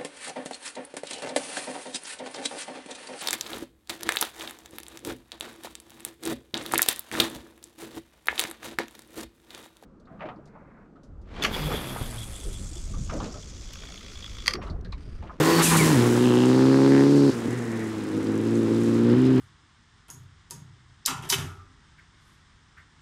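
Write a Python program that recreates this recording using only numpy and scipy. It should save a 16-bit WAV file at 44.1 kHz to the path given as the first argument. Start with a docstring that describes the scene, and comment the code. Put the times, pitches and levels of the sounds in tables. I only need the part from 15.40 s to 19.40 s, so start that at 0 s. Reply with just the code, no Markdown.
"""A gravel forest road: a turbocharged four-cylinder rally car passes close, pulls away, lifts for a
bend and accelerates out. The engine bay is heard as it nears; once past, its firings ring the exhaust
pipe, which pops off throttle. The turbo whistles, blows off and chirps. Tyres crunch and spray gravel
and scrub in the bend, a few stones tick, and the trees give a short echo."""
import sys
import numpy as np
from scipy import signal
from scipy.fft import rfft, irfft
from scipy.io import wavfile
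from scipy.ndimage import uniform_filter1d

SR = 44100
rng = np.random.default_rng(int(sys.argv[2]) if len(sys.argv) > 2 else 0)


def bounce(signal):
    """Save signal as a 16-bit WAV file at the path given by the first command-line argument."""
    frames = np.transpose(np.atleast_2d(signal))
    limited = np.clip(frames, -1, 1)
    pcm = np.round(limited * 32767).astype(np.int16)
    wavfile.write(sys.argv[1], SR, pcm)


N = 176400
T = np.arange(N) / SR
LIFT_S, SECOND_LIFT_S = 0.222, 1.93


def firings(jitter=.08):
    """One pulse per firing, uneven by cylinder and by chance; also the phase in firing periods."""
    # time_s, rate_hz
    firing_rate = [(0, 152.9), (.08, 166.1), (.3, 166.1), (.44, 158.1), (.5, 159), (.58, 119.3),
                   (.78, 119.9), (.845, 125.3), (.9, 120.8), (1.3, 133.6), (1.62, 138.2), (1.73, 142.5),
                   (1.87, 138.9), (1.94, 119.3), (2.02, 114), (2.16, 122.4), (2.3, 114), (2.67, 105.1),
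                   (3, 110.2), (3.13, 114.7), (3.3, 111.2), (3.4, 115.1), (3.55, 114.5), (3.72, 119.2),
                   (3.79, 127.9), (3.91, 130.4), (4, 126.1)]
    # time_s, random_scatter, cylinder_pattern_depth
    unevenness = [(0, .07, .6), (.5, .05, .5), (.7, .045, .7), (1.2, .03, 1), (1.88, .03, 1), (2, .25, .5),
                  (2.3, .13, .2), (2.6, .2, .5), (2.8, .11, 1.4), (3.5, .075, 1.1), (3.8, .05, .8)]
    # in firing order, at depth 1: size_change, lag_periods
    cylinders = np.array([(-0.27, 0.039), (-0.46, -0.024), (-0.34, 0.0088), (-0.4, -0.036)])
    phase = np.cumsum(curve(firing_rate)) / SR
    count = np.arange(1, int(phase[-1]))
    size_draw, lag_draw = rng.standard_normal((1000, 2))[count].T
    scatter, depth = (np.interp(count, phase, curve(unevenness, column)) for column in (1, 2))
    size_change, lag = cylinders[count % len(cylinders)].T
    fire_phase = count + depth * lag + jitter * scatter * lag_draw
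    position = np.interp(fire_phase, phase, np.arange(N) - 1.)
    size = np.maximum(1 + depth * size_change + scatter * size_draw, 0)
    pulses, sample = np.zeros(N), position.astype(int)
    np.add.at(pulses, sample, size * (1 - position + sample))  # split between two samples
    np.add.at(pulses, sample + 1, size * (position - sample))
    return pulses - uniform_filter1d(pulses, 2048), phase


def exhaust(pulses, phase, gas_db=-26, puff_periods=.22, lope_depth=.3):
    """Firings and gas puffs ring the pipe, fuller under load; every other puff is harder."""
    # time_s, level_db
    pipe_level = [(0, -28), (.3, -35), (.38, -30.5), (.45, -29.5), (.55, -19.5), (1, -17), (1.5, -14),
                  (1.85, -15), (1.9, -15.5), (1.912, -32.5), (2.2, -33), (2.46, -31.5), (2.53, -32.5),
                  (2.57, -32), (2.72, -27.5), (2.75, -22), (3.1, -19), (3.58, -19.5), (3.72, -15.5),
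                  (4, -17)]
    # pipe response under load: freq_hz, gain_db
    loaded_pipe = [(40, -62), (80, -29), (115, -3), (145, -2.5), (185, -1), (255, 4.5), (300, 5.5),
                   (350, 4.5), (410, -1), (470, -9.5), (540, -8), (620, -26), (900, -35.5), (1300, -55),
                   (8000, -74)]
    # on a light throttle: freq_hz, gain_db
    light_pipe = [(40, -61), (80, -20), (112, 2), (160, -1), (190, -14), (225, 7.5), (280, 7), (330, 6.5),
                  (400, -7), (480, -1.5), (550, -19), (640, -37), (1000, -20), (2500, -53), (8000, -70)]
    # time_s, opening_fraction
    throttle = [(0, 0.73), (.5, 0.47), (.65, 0.76), (1, 0.87), (1.9, 0.98), (1.93, 0.21), (2.7, 0.06),
                (3.2, 0.72), (3.6, 0.4), (3.8, 0.45)]
    load = curve(throttle)
    lope = 1 + lope_depth * np.cos(np.pi * np.round(phase))
    puffs = unit(noise() * np.exp(-(phase % 1) / puff_periods) * lope)
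    drive = unit(pulses) + undb(gas_db) * puffs
    pipe = unit(load * colour(drive, loaded_pipe) + (1 - load) * colour(drive, light_pipe))
    return behind_bank(pipe) * undb(curve(pipe_level)) + boom(pipe) + rasp(pulses * lope, puffs)


def rasp(pulses, puffs, pulse_db=4, width_hz=720):
    """Gas rasps after each firing and rings brightly when the tailpipe points this way."""
    # time_s, level_db
    rasp_level = [(0, -46), (.5, -33.5), (.75, -36.5), (1, -34), (1.6, -34), (1.72, -41), (1.9, -42),
                  (1.95, -68), (2.7, -53), (4, -59)]
    # freq_hz, gain_db
    rasp_colour = [(80, -89), (620, -1), (850, 8.5), (1050, 7), (1300, 3), (1650, -0.5), (2300, -8),
                   (2900, -12), (4000, -14.5), (8000, -26), (15000, -52)]
    # start_s, end_s, level_db, pitch_hz
    tailpipe_rings = [(.76, 1.036, -39.5, 2790), (1.47, 1.583, -38, 1650), (3.6, 4, -52, 2900)]
    buzz = puffs + undb(pulse_db) * unit(pulses)
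    bright = sum(ring(buzz, hz, width_hz) * undb(db) * swell(start_s, .1, end_s, 0.032)
                 for start_s, end_s, db, hz in tailpipe_rings)
    return colour(buzz, rasp_colour) * undb(curve(rasp_level)) + bright


def boom(pipe, overrun_db=-34):
    """The lowest engine note swells as the car comes by and burbles up on the overrun."""
    # time_s, level_db
    boom_level = [(0, -20.5), (.12, -52), (.18, -21.5), (.235, -28), (.3, -24), (.41, -23), (.63, -29),
                  (1, -75)]
    note_phase = np.angle(signal.hilbert(lowpass(pipe, 175)))
    overrun = undb(overrun_db) * swell(2.05, 0.12, 2.18, 0.041)
    return np.sqrt(2) * np.cos(note_phase) * (undb(curve(boom_level)) + overrun)


def behind_bank(pipe, hidden_s=3.7, shade_hz=450):
    """A grassy bank hides the tailpipe and shades its upper partials."""
    hidden = np.clip((T - hidden_s) / 0.091, 0, 1)
    return pipe + hidden * (lowpass(pipe, shade_hz) - pipe)


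def afterfire(pitch_hz=290, rise_s=0.0025):
    """Soft pops ring the pipe off throttle."""
    # start_s, peak_db
    pops = [(2.057, -17), (2.08, -14.5), (2.129, -20.5)]
    out = np.zeros(N)
    for start_s, db in pops:
        age = np.maximum(T - start_s, 0) / rise_s
        out += undb(db) * age * np.exp(1 - age) * np.sin(2 * np.pi * pitch_hz * (T - start_s))
    return out


def engine_bay(pulses, phase, clatter_db=-9, body_db=-3, growl_db=2):
    """Mechanical clatter and, until the first lift, intake growl, both thrown forwards."""
    # time_s, level_db
    bay_level = [(0, -37), (.1, -23.5), (.225, -34), (.24, -37), (.37, -31), (.47, -28), (.65, -50),
                 (1, -85)]
    # freq_hz, gain_db
    bay_colour = [(100, -5), (330, -2), (500, 1.5), (640, -17), (800, 3.5), (930, -6.5), (1050, 10.5),
                  (1250, -8), (1600, -12.5), (1900, 2.5), (2300, -22), (3000, -9.5), (3700, -24),
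                  (4400, -8.5), (15000, -61)]
    # firing_rate_multiple, relative_db
    growl_partials = [(2, 0), (2.5, -7), (3, -11), (6, -12), (6.5, -10)]
    gain = undb(curve(bay_level) + .5 * walk(40))
    growl = sum(undb(db) * np.sin(2 * np.pi * multiple * phase) for multiple, db in growl_partials)
    growl *= undb(growl_db) * swell(-0.2, .1, LIFT_S, 0.0073)
    body = colour(unit(pulses) + undb(clatter_db) * noise(), bay_colour)
    return (undb(body_db) * body + growl) * gain


def turbo(whistle_hz=13600, sag_hz=400, whistle_db=-40, boost_db=-44):
    """Whistle on the approach, a two-spurt blow-off at the lift, then boost hiss from the tailpipe."""
    approach = np.minimum(T / LIFT_S, 1)
    pitch_hz = whistle_hz - sag_hz * approach ** 2 + 260 * walk(1200)
    whistle = tone(pitch_hz) * undb(whistle_db)
    whistle += resonance(resonance(noise(), 4480, 200), 4490, 200) * undb(-34.5) * approach
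    whistle *= swell(-.05, 0.055, LIFT_S, 0.018)
    air = colour(noise(), [(1500, -51), (2600, -9), (3400, -9), (6000, 10.5), (8000, 14),
                           (11500, 11), (14000, 0), (16000, -34)])
    spurts = undb(-22) * swell(LIFT_S - .01, 0.025, 0.24, 0.13)
    spurts += undb(-28) * swell(0.364, .01, 0.375, 0.011)
    boost = resonance(resonance(noise(), 4600, 1500), 4600, 3792)
    boost *= undb(boost_db) * swell(0.8, 0.36, SECOND_LIFT_S, 0.018)
    return whistle + air * spurts + boost


def compressor_surge(fall_hz_per_s=8000, hold_s=0.036, flutter_hz=110):
    """Air surges back through the compressor in rough falling chirps."""
    # start_s, level_db, start_hz
    chirps = [(.24, -30, 2780), (.377, -25, 2530)]
    out = np.zeros(N)
    for start_s, db, start_hz in chirps:
        fall_hz = fall_hz_per_s * np.clip(T - start_s, 0, 2 * hold_s)
        chirp = tone(start_hz - fall_hz + flutter_hz * walk(900))
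        roughness = 1 + 0.25 * walk(300)
        out += chirp * roughness * undb(db) * swell(start_s, 0.01, start_s + hold_s, 0.036)
    return out


def air_gulps():
    """Hoarse gulps of air around the first lift."""
    # start_s, end_s, level_db
    gulps = [(0.174, 0.219, -22), (0.295, 0.361, -22.5)]
    air = colour(noise(), [(200, -19), (480, -1), (640, -25), (780, 4), (1250, 4), (1700, -0.5),
                           (2600, -8), (9000, -40)])
    return air * sum(undb(db) * swell(start_s, 0.024, end_s, 0.01) for start_s, end_s, db in gulps)


def gravel(waver_db=.7):
    """Tyres crunch stones, scatter grit and spray sand; the road rumbles."""
    # time_s, crunch_db, grit_db, spray_db
    tyre_levels = [(0, -20.5, -34.5, -36), (.2, -25, -32.5, -32), (.3, -31, -29, -34.5),
                   (.45, -24.5, -33.5, -30), (.55, -25.5, -37, -36), (.8, -31, -41.5, -40.5),
                   (1.1, -33.5, -43, -46), (1.9, -35, -48, -48.5), (2.3, -37.5, -53.5, -54.5),
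                   (3, -36.5, -51.5, -56), (3.45, -36, -48, -50), (3.75, -34, -47.5, -59.5)]
    # time_s, level_db
    rumble_level = [(0, -38.5), (.45, -24), (.7, -34.5), (2.5, -41), (3.3, -38.5), (4, -31)]
    # four spectra: freq_hz, gain_db
    crunch_colour = [(30, -28), (400, 10), (650, -4.5), (850, -3.5), (1600, -5.5), (2200, -11),
                     (3200, -20.5), (8000, -48)]
    grit_colour = [(1200, -11), (2500, 1.5), (3200, 2), (4000, 2.5), (4600, -2), (5100, 1), (5800, -8.5),
                   (8000, -13.5), (15000, -47)]
    spray_colour = [(3000, -37), (5500, 2.5), (7500, 5), (10000, 1.5), (12500, -2.5), (14000, -16.5),
                    (16000, -1)]
    rumble_colour = [(20, -25), (65, -10), (120, -4), (250, 4), (600, -33.5), (3000, -55)]
    crunch = colour(grains(9000, spread_db=.6), crunch_colour)
    crunch *= undb(curve(tyre_levels, 1) + waver_db * walk(34))
    grit = colour(grains(6000, spread_db=.93), grit_colour)
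    grit *= undb(curve(tyre_levels, 2) + waver_db * walk(27))
    spray = dull_with_distance(colour(grains(6900, spread_db=.93), spray_colour))
    spray *= undb(curve(tyre_levels, 3) + waver_db * walk(37))
    rumble = colour(noise(), rumble_colour) * undb(curve(rumble_level))
    return crunch + grit + spray + rumble


def dull_with_distance(spray, pass_s=0.44, pass_width_s=0.46, far_share=0.43, cutoff_hz=8550):
    """The spray is brightest as the car passes, duller far off."""
    freq_hz = np.arange(N // 2 + 1) * SR / N
    dull = unit(irfft(rfft(spray) / (1 + (freq_hz / cutoff_hz) ** 6), N))
    nearness = np.exp(-((T - pass_s) / pass_width_s) ** 2)
    return spray + far_share * (1 - nearness) * (dull - spray)


def tyre_scrub(pitch_hz=1850, width_hz=550, level_db=-46):
    """Tyres rasp in fits as the car slides into the bend."""
    scrub = ring(noise(), pitch_hz, width_hz)
    return scrub * undb(level_db + 2 * walk(40)) * swell(2.058, 0.022, 2.46, 0.035)


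def stones(decay_s=0.0026, patter_db=-55):
    """Flung stones tick against the car; smaller ones patter on the road."""
    # start_s, relative_db, pitch_hz
    ticks = [(1.055, -19, 6954), (2.81, -47, 7480), (2.868, -28.5, 4004), (2.94, -43, 8995),
             (3.153, -26, 6810)]
    out = colour(grains(250, spread_db=1.2), SPRAY_COLOUR) * undb(patter_db)
    for start_s, db, hz in ticks:
        out += ring(noise(), hz, 3200) * undb(db) * swell(start_s, 0.0023, start_s, decay_s) / 2
    return signal.sosfilt(signal.butter(2, 11000, fs=SR, output="sos"), out)


def forest(x, t60_s=.55, echo_db=-19):
    """Trunks scatter a short, dull echo."""
    tail = noise() * undb(-60 * T / t60_s) * np.clip((T - .015) / .03, 0, 1)
    tail /= np.sqrt(np.sum(tail ** 2))
    tail = signal.lfilter(*signal.butter(1, 5000, fs=SR), tail)
    return x + undb(echo_db) * signal.fftconvolve(x, tail)[:N]


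def undb(db):
    """Decibels to gain."""
    return 10 ** (np.asarray(db) / 20)


def curve(table, column=1):
    """One column of a time table, linearly interpolated."""
    rows = np.array(table, float)
    return np.interp(T, rows[:, 0], rows[:, column])


def unit(x):
    """Scale to rms 1."""
    return x / np.std(x)


def noise():
    """White noise."""
    return rng.standard_normal(N)


def tone(pitch_hz):
    """Sine along a pitch curve."""
    return np.sin(2 * np.pi * np.cumsum(pitch_hz) / SR)


def walk(rate_hz):
    """Smooth random drift; rms 1."""
    span = int(SR / rate_hz)
    return unit(uniform_filter1d(uniform_filter1d(noise(), span), span))


def grains(rate_hz, spread_db):
    """Random clicks of unequal size."""
    clicks = (rng.random(N) < rate_hz / SR) * noise()
    return clicks * undb(spread_db * np.minimum(rng.exponential(size=N), 5))


def swell(start_s, attack_s, end_s, release_s):
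    """Linear rise, hold, exponential fall."""
    return np.clip((T - start_s) / attack_s, 0, 1) * np.exp(-np.maximum(T - end_s, 0) / release_s)


def colour(x, points, size=8192):
    """Minimum-phase filter through (freq_hz, gain_db) points; rms 1."""
    hz, db = np.array(points, float).T
    bins_hz = np.maximum(np.arange(size // 2 + 1) * SR / size, 1)
    gain = undb(np.interp(np.log(bins_hz), np.log(hz), db))
    cepstrum = irfft(np.log(gain))
    cepstrum[1:size // 2] *= 2
    cepstrum[size // 2 + 1:] = 0
    impulse = irfft(np.exp(rfft(cepstrum)))
    return unit(signal.fftconvolve(x, impulse)[:N])


def resonance(x, hz, width_hz):
    """One resonance; rms 1."""
    return unit(signal.lfilter(*signal.iirpeak(hz, hz / width_hz, fs=SR), x))


def ring(x, hz, width_hz):
    """Two equal resonances in series, each width_hz wide."""
    return resonance(resonance(x, hz, width_hz), hz, width_hz)


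def lowpass(x, hz):
    """Steep zero-phase low-pass."""
    return signal.sosfiltfilt(signal.butter(6, hz, fs=SR, output="sos"), x)


def scene():
    """The car and the gravel among the trees."""
    pulses, phase = firings()
    car = exhaust(pulses, phase) + engine_bay(pulses, phase) + afterfire()
    car += turbo() + compressor_surge() + tyre_scrub() + air_gulps()
    return forest(car + gravel() + stones())[None]


def record(dry, cutoff_hz=15600):
    """Steep cut of the top treble."""
    return signal.sosfilt(signal.ellip(10, .2, 80, cutoff_hz, fs=SR, output="sos"), dry)


# sand and small stones: freq_hz, gain_db
SPRAY_COLOUR = [(3000, -37), (5500, 2.5), (7500, 5), (10000, 1.5), (12500, -2.5), (14000, -16.5),
                (16000, -1)]

dry = scene()
out = record(dry)
bounce(out)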